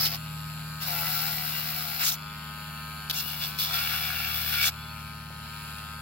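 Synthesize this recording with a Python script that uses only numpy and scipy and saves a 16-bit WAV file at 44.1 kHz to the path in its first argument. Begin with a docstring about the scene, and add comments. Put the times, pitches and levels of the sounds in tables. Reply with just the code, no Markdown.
"""A small battery rotary tool files a dog's nails close by on a wooden deck; a far engine drones throughout.
The drum touches a nail at once, then whines freely at about 105 turns a second. From 0.8 s friction
loads it: it rasps, hisses and slows, and the nail rings, until it skids off and spins up near 2.1 s.
A light contact follows at 3.1 s and a heavy one from 3.6 to 4.7 s. The tool then runs free,
and at 5.3 s, between two faint ticks, something knocks softly on the boards."""
import sys
import numpy as np
from scipy import signal
from scipy.fft import rfft, irfft, next_fast_len
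from scipy.io import wavfile
from scipy.ndimage import map_coordinates

SR = 44100
rng = np.random.default_rng(int(sys.argv[2]) if len(sys.argv) > 2 else 0)


def digitize_waveform(pressure):
    """Quantize a signal to 16-bit integers and store it at the path in sys.argv[1].

    Rows of a 2-D input are taken as channels; values are limited to [-1, 1].
    """
    field = np.atleast_2d(pressure).T
    bounded = np.clip(field, -1, 1)
    quanta = np.round(bounded * 32767).astype(np.int16)
    wavfile.write(sys.argv[1], SR, quanta)


N = 265041

# Levels are relative. Spectra give density, and only their shape matters.
# unloaded shaft speed: t/s, f/Hz
IDLE_SPEED = [(0, 105.3), (3, 105.6), (6, 105.05)]
# speed lost to friction, one curve per press of the hand: t/s, drag/Hz
PRESS_DRAG = [
    [(0, 13), (.07, 10), (.15, 0)],
    [(.825, 0), (.86, 21.5), (.95, 21), (1.08, 23), (1.16, 27.5), (1.27, 26.5), (1.31, 31), (1.4, 31.5),
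     (1.52, 42.5), (1.68, 38), (1.84, 40.5), (1.89, 44.5), (2.02, 37), (2.1, 0)],
    [(3.09, 0), (3.12, 6.5), (3.22, 10), (3.35, 11.5), (3.43, 8.5), (3.51, 2), (3.57, 3)],
    [(3.57, 9), (3.61, 11), (3.69, 5), (3.74, 27), (3.82, 23), (3.89, 28), (3.97, 26), (4.16, 38.5),
     (4.29, 33.5), (4.36, 36.5), (4.45, 43), (4.61, 35), (4.68, -0.5)],
]
# shaft harmonics at idle, which also trace the housing's resonances: order, level/dB
WHINE_ORDERS = [(1, -31), (2, -18), (3, -33), (4, -25.5), (6, -19.5), (7, -26), (8, -10), (9, -9),
                (10, -7.5), (11, -13.5), (12, 1.5), (13, -4), (14, -5), (15, -3.5), (16, -22.5),
                (17, -11.5), (19, -27.5), (21, -24), (22, -16.5), (23, -20), (24, -22), (25, -14),
                (26, -13), (27, -31)]
# thin high harmonics: order, level/dB re the whine
HIGH_ORDERS = [(42, -15), (46, -26), (69, -23.5), (89, -24), (101, -40)]
# gains as the hand turns the tool: t/s, whine/dB, rattle/dB, brush hiss/dB
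FACING_GAINS = [(.2, -2, 0.5, 0.7), (.75, -0.7, 0, .8), (2.25, 1, .5, -1.5), (2.6, 0.9, 0.9, 1.4),
                (3.05, 1.5, 0.7, 0.7), (4.8, 1, -1, -1.5), (5.05, -0.5, -0.5, -0.2), (5.3, -2, -2.5, -3.5),
                (5.5, -.8, 1, -0.5), (5.7, 1, 1, 1.7), (6, 0.5, -0.7, -1)]
# bearing tick, bearing rattle and brush hiss: f/Hz, level/dB
TICK_SPECTRUM = [(1200, -30), (2200, -1), (2700, 2), (3400, -2), (4500, -1), (5300, -14), (8000, -30)]
RATTLE_SPECTRUM = [(350, -65), (600, -22.5), (786, -16.5), (857, -14.5), (891, -13), (917, -13.5),
                   (1070, -18.5), (1100, -12.5), (1280, -6.5), (1590, -5.5), (1670, -9.5), (2000, -11.5),
                   (2350, -6), (2800, -8), (3640, -10), (4370, -4.8), (6000, -24), (7800, -63),
                   (13200, -120)]
BRUSH_SPECTRUM = [(3530, -35), (6000, -11.5), (6840, -8), (7190, -3.5), (8570, -12), (9660, -1.5),
                  (11600, 4), (14300, -4.5), (15400, -14), (16000, -7.5)]
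# the rattle flutters while the tool hangs free: start/s, end/s, depth/dB
RATTLE_FLUTTERS = [(.15, 0.79, 0.7), (4.954, 6.05, 0.5)]
# engine crank speed: t/s, f/Hz
CRANK_SPEED = [(0, 38.82), (2.3, 38.46), (3.4, 37.94), (6, 37.84)]
# loud engine orders: t/s, second/dB, third/dB, fourth/dB
LOUD_ORDERS = [(0.2, -49, -50.1, -39.0), (1.2, -53, -55, -41.5), (2.0, -55, -63.6, -45.5),
               (2.5, -51.5, -66, -44.5), (3.5, -51.5, -61, -45), (3.9, -48, -53, -47),
               (4.4, -45, -51.5, -46.5), (5.2, -49.5, -52, -46), (5.9, -48.5, -55, -48)]
# weak, steady engine orders: order, level/dB
STEADY_ORDERS = [(1.5, -71), (2.5, -73), (3.5, -91), (4.5, -59.5), (5, -68), (6, -55.5)]
# outdoor rumble: f/Hz, level/dB
RUMBLE_SPECTRUM = [(12, -55), (20, -24), (54, -2.5), (108, -9.5), (146, -3), (193, -4.5), (240, -11.5),
                   (289, -17.5), (519, -19), (764, -18.5), (800, -34), (1040, -56), (1760, -120)]
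# drum strokes, one list per contact: start/s, end/s, rasp/dB, bite/dB, hiss/dB, thrum/dB
DRUM_STROKES = [
    [(-.025, 0.095, -33.5, -40, -29, -72), (.075, 0.176, -43.5, -46.5, -38.5, -51.5)],
    [(.8, .885, -41.5, -44, -36.5, -58), (.86, 1.075, -40.5, -40, -30.5, -47.5),
     (1.05, 1.34, -38.5, -40, -29.5, -51), (1.315, 2.015, -40, -42.5, -30.5, -47.5),
     (1.99, 2.06, -33.5, -34, -26.5, -46), (2.035, 2.115, -31.5, -40.5, -25.5, -50),
     (2.09, 2.165, -44.5, -50, -33, -57)],
    [(3.12, 3.235, -40.5, -44, -34.5, -59), (3.21, 3.52, -47, -50, -37.5, -58.5),
     (3.285, 3.355, -53, -61, -56, -72), (3.395, 3.475, -44, -47.5, -60, -66),
     (3.495, 3.6, -52, -57, -47, -66), (3.578, 3.67, -34.5, -43.5, -30, -57),
     (3.645, 3.745, -38.5, -41.5, -36, -56), (3.72, 3.825, -35.5, -36, -29.5, -49.5),
     (3.8, 4.29, -38, -36.5, -31.5, -48.5), (4.265, 4.355, -39.5, -38.5, -32.5, -52),
     (4.33, 4.54, -37, -38.5, -28.5, -49), (4.515, 4.625, -33.5, -34, -27, -50),
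     (4.6, 4.705, -28.5, -32, -25.5, -46.5)],
]
# midrange bite and treble rasp, one spectrum per contact: f/Hz, level/dB
BITE_SPECTRA = [
    [(260, -40), (450, -23), (718, -9), (861, -10), (912, -24), (1260, -5), (3200, -6.5), (4160, -30),
     (7040, -120)],
    [(620, -32), (1050, -11), (1380, 2), (1660, -1), (1790, -12), (1960, 2), (2120, -5), (2290, 0.5),
     (2490, -4.5), (2820, 1), (3200, -21), (4160, -39), (7040, -120)],
    [(620, -49), (1050, -18), (1160, -5.5), (1270, -8), (1400, 1.5), (1930, -6), (2060, -10.5), (2280, 3),
     (2510, -5), (2760, 3), (3200, -14.5), (4160, -36), (7040, -120)],
]
RASP_SPECTRA = [
    [(1760, -24.5), (3000, -16), (5140, 0.5), (6290, -16), (6520, -14), (9000, -29), (11700, -54),
     (19800, -120)],
    [(1760, -35), (3000, -5.5), (3260, -3), (4060, 1), (5430, 1), (6010, -11), (7350, -7), (8170, -15),
     (9000, -17), (11700, -28), (19800, -120)],
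    [(1760, -35), (3000, -6), (3110, -12.5), (3400, 4.5), (3790, -4), (4140, -1.5), (5350, -1.5),
     (5790, -10), (6860, -15), (9000, -17), (11700, -48), (19800, -120)],
]
# grit hiss, toe response and pressed nail's resonance: f/Hz, level/dB
GRIT_SPECTRUM = [(5000, -33), (8500, -17), (10400, -8.5), (12100, 0.5), (13200, -4), (15000, -4),
                 (16000, -3.5)]
TOE_SPECTRUM = [(220, -28), (380, -17), (408, -16.5), (612, -12), (741, 2), (936, -11), (1050, -8),
                (1360, -13), (2310, -120)]
NAIL_SPECTRUM = [(1000, -40.5), (1250, -18), (1390, 2), (1520, -17.5), (1800, -29.5)]
# a slower drum cuts less: slope/(dB/Hz) for rasp, bite, hiss and thrum
CUT_SLOPES = [0.18, 0.092, 0.14, 0.28]
# sharp snaps as the drum meets the nail, and two faint ticks while the tool runs free: t/s, level/dB
SNAPS_AND_TICKS = [(0.0578, -14.5), (0.068, -18), (0.0782, -28), (2.035, -23), (2.0688, -19), (2.1184, -23),
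                   (2.1405, -29), (3.0981, -16), (3.1026, -19), (3.1094, -15), (3.5885, -18), (5.005, -37),
                   (5.785, -34)]
# colour of a snap, faint tick or tap: f/Hz, level/dB
SNAP_SPECTRUM = [(600, -8.5), (2000, -6.5), (3500, 12), (5500, 6), (8000, -13), (13000, 2.5), (16000, -13)]
# the drum barely touches: start/s, end/s, level/dB
LIGHT_TOUCHES = [(.1, .18, -29), (2.09, 2.16, -30), (3.57, 3.66, -29)]
# the drum bites steadily: start/s, end/s, toe/dB, nail/dB
STEADY_BITES = [(.86, 1.04, -46, -62), (1.01, 1.34, -49, -46.5), (1.31, 1.52, -65, -66),
                (1.75, 1.95, -51.5, -55), (3.64, 3.94, -53, -50), (3.91, 4.16, -71, -53)]
# the nail sings while the drum holds a spot: start/s, end/s, f/Hz, level/dB
NAIL_NOTES = [(1.516, 1.646, 2810, -45), (3.13, 3.23, 5350, -49), (3.133, 3.234, 2790, -42),
              (3.23, 3.49, 2880, -48.5), (3.59, 3.74, 3450, -44), (3.725, 3.832, 1385, -42),
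              (3.86, 3.996, 2250, -45), (4.14, 4.305, 2750, -42.5), (4.504, 4.612, 1456, -44),
              (4.581, 4.672, 2277, -32)]
# whistles as the load comes off: start/s, end/s, order, level/dB
SPIN_UP_WHISTLES = [(2, 2.42, 33, -57.5), (4.73, 4.98, 33, -54), (4.72, 5.02, 42, -53.5)]
# the drum skids off the nail's rim: start/s, end/s, level/dB
RIM_SKIDS = [(2.015, 2.11, -31), (2.085, 2.16, -38.5), (3.13, 3.22, -39), (4.615, 4.705, -33)]
# scrape of a skid: f/Hz, level/dB
SKID_SPECTRUM = [(1500, -44), (3500, -37), (5500, 20.5), (6800, 18), (8500, 9.5), (12000, 13.5),
                 (16000, -28)]
# knock on the deck: t/s, level/dB
DECK_KNOCKS = [(5.302, -37)]
# response of the boards: f/Hz, level/dB
BOARD_SPECTRUM = [(120, -12), (300, 0), (700, 0), (900, -5), (1600, -28)]
# likeness of the two channels: f/Hz, correlation (clipped to 1 in use)
CORRELATION = [(200, .99), (750, 0.8), (1400, 0.35), (1900, 0.2), (2300, 0.7), (2800, 0.47), (3200, 0.78),
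               (4200, .42), (5400, 0.5), (6200, 0.4), (7300, 1.1), (8300, -0.3), (11700, 0.5), (15000, 1.2)]
# lead of left over right: f/Hz, phase/rad
PHASE_LEAD = [(200, -0.5), (1300, 0.13), (1700, 0.5), (1900, 2), (2200, 0.6), (2800, 0.4), (3400, 1.8),
              (4100, 0.4), (4800, -2.5), (5600, -2.4), (7000, -1.73), (15000, -1.85)]
# left minus right, from the tool and from the nail: f/Hz, level/dB
TOOL_BALANCE = [(200, 39), (700, 21.5), (1300, 10.5), (2400, 10), (3400, 5.5), (4800, -11.5), (5600, -9.5),
                (7300, 16), (10400, -2), (12500, -0.5), (15000, 18)]
NAIL_BALANCE = [(700, -2), (1300, 2.5), (2400, 6.5), (3400, -1), (4400, 0.5), (5300, -5.5), (6500, -3),
                (7800, 6), (10500, -0.5), (12000, 5.5), (14000, 18.5)]

FREE_HZ, WORKING_HZ = 105.1, 82  # reference shaft speeds, free and cutting
ATTACK_S, RELEASE_S = 0.022, 0.028  # the drum settles on the nail and lifts off
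TIME = np.arange(N) / SR
FFT_SIZE = next_fast_len(N + 8192)
FREQS = np.fft.rfftfreq(FFT_SIZE, 1 / SR)


def amp(db):
    return 10 ** (np.asarray(db) / 20)


def unit(x):
    """Normalisation: the mean of the channels gets rms 1."""
    return x / np.sqrt(np.mean(np.atleast_2d(x).mean(0) ** 2) + 1e-20)


def along(points, hz):
    """Interpolation on a logarithmic frequency axis."""
    f, values = np.transpose(points)
    return np.interp(np.log(hz + 1), np.log(f + 1), values)


def curves(rows):
    """Linear interpolation in time, one curve per value column."""
    times, *columns = np.transpose(rows)
    return np.array([np.interp(TIME, times, column) for column in columns])


def wobble(rate):
    """Smooth random modulation, with rate knots a second."""
    return map_coordinates(rng.standard_normal(int(N * rate / SR) + 4), [TIME * rate])


def white():
    """Two uncorrelated white noises."""
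    return rng.standard_normal((2, N))


def filtered(x, response):
    """Linear filtering by a gain at each of FREQS."""
    return irfft(rfft(x, FFT_SIZE) * response, FFT_SIZE)[..., :N]


def radiated(pair, spectrum, balance=NAIL_BALANCE):
    """Partial coherence: two excitations are coloured and mixed into left and right, at rms 1."""
    angle = np.arccos(np.clip(along(CORRELATION, FREQS), -1, 1)) / 2
    mid, side = rfft(pair, FFT_SIZE) * amp(along(spectrum, FREQS)) * [np.cos(angle), np.sin(angle)]
    lean = amp(along(balance, FREQS) / 2) * np.exp(.5j * along(PHASE_LEAD, FREQS))
    return unit(irfft(np.array([(mid + side) * lean, (mid - side) / lean]), FFT_SIZE)[:, :N])


def gate(start, end, attack=ATTACK_S, release=RELEASE_S):
    """Trapezoidal envelope: attack, hold and release."""
    return np.clip((TIME - start) / attack, 0, 1) * np.clip((end - TIME) / release, 0, 1)


def envelopes(rows, attack=ATTACK_S):
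    """Summed gates, one gain curve per level column."""
    return sum(np.outer(amp(levels), gate(start, end, attack)) for start, end, *levels in rows)


def decays(events, t60):
    """Exponential decay after each onset, by 60 dB in t60 seconds."""
    return sum(amp(db - 60 * np.abs(TIME - start) / t60) * (TIME >= start) for start, db in events)


def surface(turns, memory, bumps_per_turn=420):
    """Quasi-periodic roughness: memory is the correlation of each turn with the one before."""
    keep = min(memory, .995)
    bumps = rng.standard_normal((2, 700, bumps_per_turn))
    bumps[:, 1:] *= np.sqrt(1 - keep ** 2)
    track = signal.lfilter([1], [1, -keep], bumps, axis=1).reshape(2, -1)
    return np.array([map_coordinates(row, [turns * bumps_per_turn]) for row in track])


def kicks(turns, jitter_turns, scatter_db):
    """Impulse train: one kick a turn, uneven in time and size."""
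    whole = np.arange(1, int(turns[-1]))
    late, size = rng.standard_normal((len(whole), 2)).T
    onsets = np.searchsorted(turns, whole + jitter_turns * late).clip(0, N - 1)
    train = unit(np.bincount(onsets, amp(scatter_db * size), N))
    return np.array([train, np.roll(train, shift=9)])


def lagged(x, tau_s, initial):
    """First-order relaxation towards x."""
    keep = np.exp(-1 / (tau_s * SR))
    return signal.lfilter([1 - keep], [1, -keep], x, zi=[initial])[0]


def shaft_speed(inertia_s=.04, battery_s=.5, battery_share=.04):
    """Friction lowers the speed in Hz; inertia delays the change, and a small part relaxes slowly."""
    drag = sum(np.interp(TIME, *np.transpose(press), left=0, right=0) for press in PRESS_DRAG)
    quick, slow = lagged(drag, inertia_s, drag[0]), lagged(drag, battery_s, 0)
    return curves(IDLE_SPEED)[0] - (1 - battery_share) * quick - battery_share * slow


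def whine(turns, speed, max_lift_db=3.5):
    """Forced vibration: shaft harmonics slide through the fixed resonances of the housing."""
    pace = speed / FREE_HZ
    shaky = turns + 0.0032 * wobble(45)
    tone = lambda k: np.sqrt(2) * np.sin(2 * np.pi * (k * shaky + rng.random())) * amp(.84 * wobble(9.7))
    housing_db = lambda k: np.interp(k * pace, *np.transpose(WHINE_ORDERS))
    body = unit(sum(amp(np.minimum(housing_db(k), db + max_lift_db)) * tone(k) for k, db in WHINE_ORDERS))
    overtones = sum(amp(db) * tone(k) for k, db in HIGH_ORDERS)
    return amp(-31 * (1 - pace)) * (body + overtones) * amp([[1.5], [-1.5]])


def bearing(turns, flutter_hz=8.66):
    """Periodic impact: the bearing ticks and its rattle surges once a turn."""
    tick = radiated(kicks(turns, jitter_turns=0.0056, scatter_db=0.5), TICK_SPECTRUM, TOOL_BALANCE)
    slap = 0.6 + np.exp(-(turns % 1) / 0.056)
    roughness = surface(turns, memory=0.94) + 1.02 * white()
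    rattle = radiated(slap * roughness, RATTLE_SPECTRUM, TOOL_BALANCE)
    depth_db = sum(db * gate(start, end) for start, end, db in RATTLE_FLUTTERS)
    flutter = np.sin(2 * np.pi * flutter_hz * TIME + .5 * wobble(2.16))
    return amp(depth_db * flutter) * (0.37 * tick + 0.88 * rattle)


def brushes(turns, spark_depth=0.11):
    """Amplitude modulation: the hissing brushes spark twice a turn."""
    sparking = 1 + spark_depth * np.cos(4 * np.pi * turns)
    roughness = surface(turns, memory=.995) + 0.89 * white()
    return radiated(sparking * roughness, BRUSH_SPECTRUM, TOOL_BALANCE)


def shifting_treble(x, depth_db=2, rate_hz=2.474, width_hz=448):
    """Spectral modulation: random patches of treble swell and fade as the tool moves."""
    hz, t, spectra = signal.stft(x, SR, nperseg=512)
    grid = np.meshgrid(hz / width_hz, t * rate_hz, indexing="ij")
    patches = map_coordinates(rng.standard_normal((120, 60)), grid, mode="mirror")
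    treble = np.clip(hz / 4000, 0, 1)[:, None]
    return signal.istft(spectra * amp(depth_db * treble * patches), nperseg=512)[1][:, :N]


def motor(turns, speed):
    """Directivity: whine, rattle and hiss change level as the hand turns the tool."""
    whine_db, rattle_db, brush_db = curves(FACING_GAINS)
    tones = amp(whine_db - 46.5) * whine(turns, speed)
    noise = amp(rattle_db - 47) * bearing(turns) + amp(brush_db - 51.5) * brushes(turns)
    return tones + shifting_treble(noise)


def engine(lead_rad=0.089):
    """Periodic exhaust: only the low orders of the crank carry from afar."""
    crank = np.cumsum(curves(CRANK_SPEED)[0]) / SR

    def tone(order):
        phase = 2 * np.pi * (order * crank + rng.random()) + [[lead_rad], [-lead_rad]]
        return np.sqrt(2) * np.sin(phase) * amp(.6 * wobble(6))
    loud = sum(amp(db) * tone(k) for k, db in enumerate(curves(LOUD_ORDERS), 2))
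    steady = sum(amp(db) * tone(k) for k, db in STEADY_ORDERS)
    return (loud + steady) * amp([[.4], [-.4]])


def outdoor_rumble():
    """Ambient noise whose coherence between the channels falls with frequency."""
    colour = amp(along(RUMBLE_SPECTRUM, FREQS))
    return unit(filtered(white()[0], colour) + filtered(white(), colour * FREQS / 500))


def grinding(turns, speed, high_spot_db=3.5, high_spot_turns=.25):
    """Abrasion: grit excites nail and toe; the drum runs out of true and digs in once a turn."""
    press_db = 0.38 * np.cos(2 * np.pi * turns) + 0.33 * wobble(160) + 0.56 * wobble(25.28)
    grains = lambda spiky_db: amp(press_db + spiky_db * wobble(2500))
    chatter = kicks(turns, jitter_turns=0.006, scatter_db=6.0)
    toe = radiated(0.51 * chatter + surface(turns, memory=0.61), TOE_SPECTRUM)
    dig = amp(high_spot_db * np.exp(-(turns % 1) / high_spot_turns))
    # coarse bumps recur from turn to turn more than fine grit does
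    coarse = 0.15 * chatter + dig * surface(turns, memory=0.66) * grains(spiky_db=3.0)
    fine = dig * surface(turns, memory=0.33) * grains(spiky_db=2.0)
    grit = radiated(white() * grains(spiky_db=2.5), GRIT_SPECTRUM)
    # each kick rings the nail, so a pitched groan sinks with the shaft
    groan = amp(-16) * radiated(chatter + .5 * surface(turns, memory=0.4), NAIL_SPECTRUM)
    hand_tremor_db = .5 * wobble(14)
    cutting = amp(np.outer(CUT_SLOPES, speed - WORKING_HZ) + hand_tremor_db)
    sound = np.zeros((2, N))
    for strokes, bite_spectrum, rasp_spectrum in zip(DRUM_STROKES, BITE_SPECTRA, RASP_SPECTRA):
        rasp, bite, hiss, thrum = cutting * envelopes(strokes)
        sound += bite * (radiated(coarse, bite_spectrum) + groan)
        sound += rasp * radiated(fine, rasp_spectrum) + hiss * grit + thrum * toe
    return sound


def snaps_and_ticks():
    """Damped transients: sharp snaps as the drum meets the nail, two faint ticks while it runs free."""
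    return amp(-7.5) * decays(SNAPS_AND_TICKS, t60=0.024) * radiated(white(), SNAP_SPECTRUM)


def grazing(turns, tap_turns=0.1):
    """Intermittent contact: only the drum's high spot taps the nail, once a turn."""
    taps = np.exp(-(turns % 1) / tap_turns)
    return envelopes(LIGHT_TOUCHES) * taps * radiated(white(), SNAP_SPECTRUM)


def growl(turns, speed):
    """Source and filter: the loaded shaft's harmonics sink through the resonances of toe and nail."""
    orders = np.arange(6, 25)
    shaky = turns + 0.0059 * wobble(60)
    tones = np.array([np.sin(2 * np.pi * (k * shaky + rng.random())) for k in orders])

    def through(body):
        gains = amp(along(body, np.outer(orders, speed)))
        return (gains * tones).sum(0) / np.sqrt((gains ** 2).sum(0) / 2)
    toe, nail = envelopes(STEADY_BITES)
    return (toe * through(TOE_SPECTRUM) + nail * through(NAIL_SPECTRUM)) * amp([[1], [-1]])


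def singing(turns, skirt=0.26):
    """Resonance: the grit keeps one narrow mode of the nail ringing for a moment."""
    grit = surface(turns, memory=0.54)
    peak = lambda hz: [(hz * (1 - skirt), -80), (hz, 0), (hz * (1 + skirt), -80)]
    return sum(amp(db) * gate(start, end) * radiated(grit, peak(hz)) for start, end, hz, db in NAIL_NOTES)


def whistle(turns):
    """Phase locking: thin high harmonics rise with the shaft as it regains speed."""
    tone = lambda k: np.sqrt(2) * np.sin(2 * np.pi * k * turns) * amp(wobble(25.7))
    return sum(amp(db) * gate(start, end, attack=0.073, release=0.11) * tone(k)
               for start, end, k, db in SPIN_UP_WHISTLES)


def skids():
    """Sliding friction: the drum leaves the nail's rim in a broad, spiky scrape."""
    spiky = white() * amp(2.4 * wobble(700))
    return envelopes(RIM_SKIDS, attack=0.044) * radiated(spiky, SKID_SPECTRUM)


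def knock():
    """Damped vibration: the boards thud under a soft blow."""
    return amp(-3) * decays(DECK_KNOCKS, t60=.032) * radiated(white(), BOARD_SPECTRUM)


def scene():
    """Superposition: one shaft times the tool's tones and pulses; the engine runs on its own."""
    speed = shaft_speed()
    turns = np.cumsum(speed) / SR
    sound = motor(turns, speed) + engine() + amp(-55.5) * outdoor_rumble()
    sound += grinding(turns, speed) + snaps_and_ticks() + grazing(turns) + growl(turns, speed)
    return sound + singing(turns) + whistle(turns) + skids() + knock()


def record(dry):
    """Band limiting: an ideal low-pass filter removes the highest treble."""
    cutoff_hz = 15850
    return filtered(dry, FREQS < cutoff_hz)


dry = scene()
out = record(dry)
digitize_waveform(out)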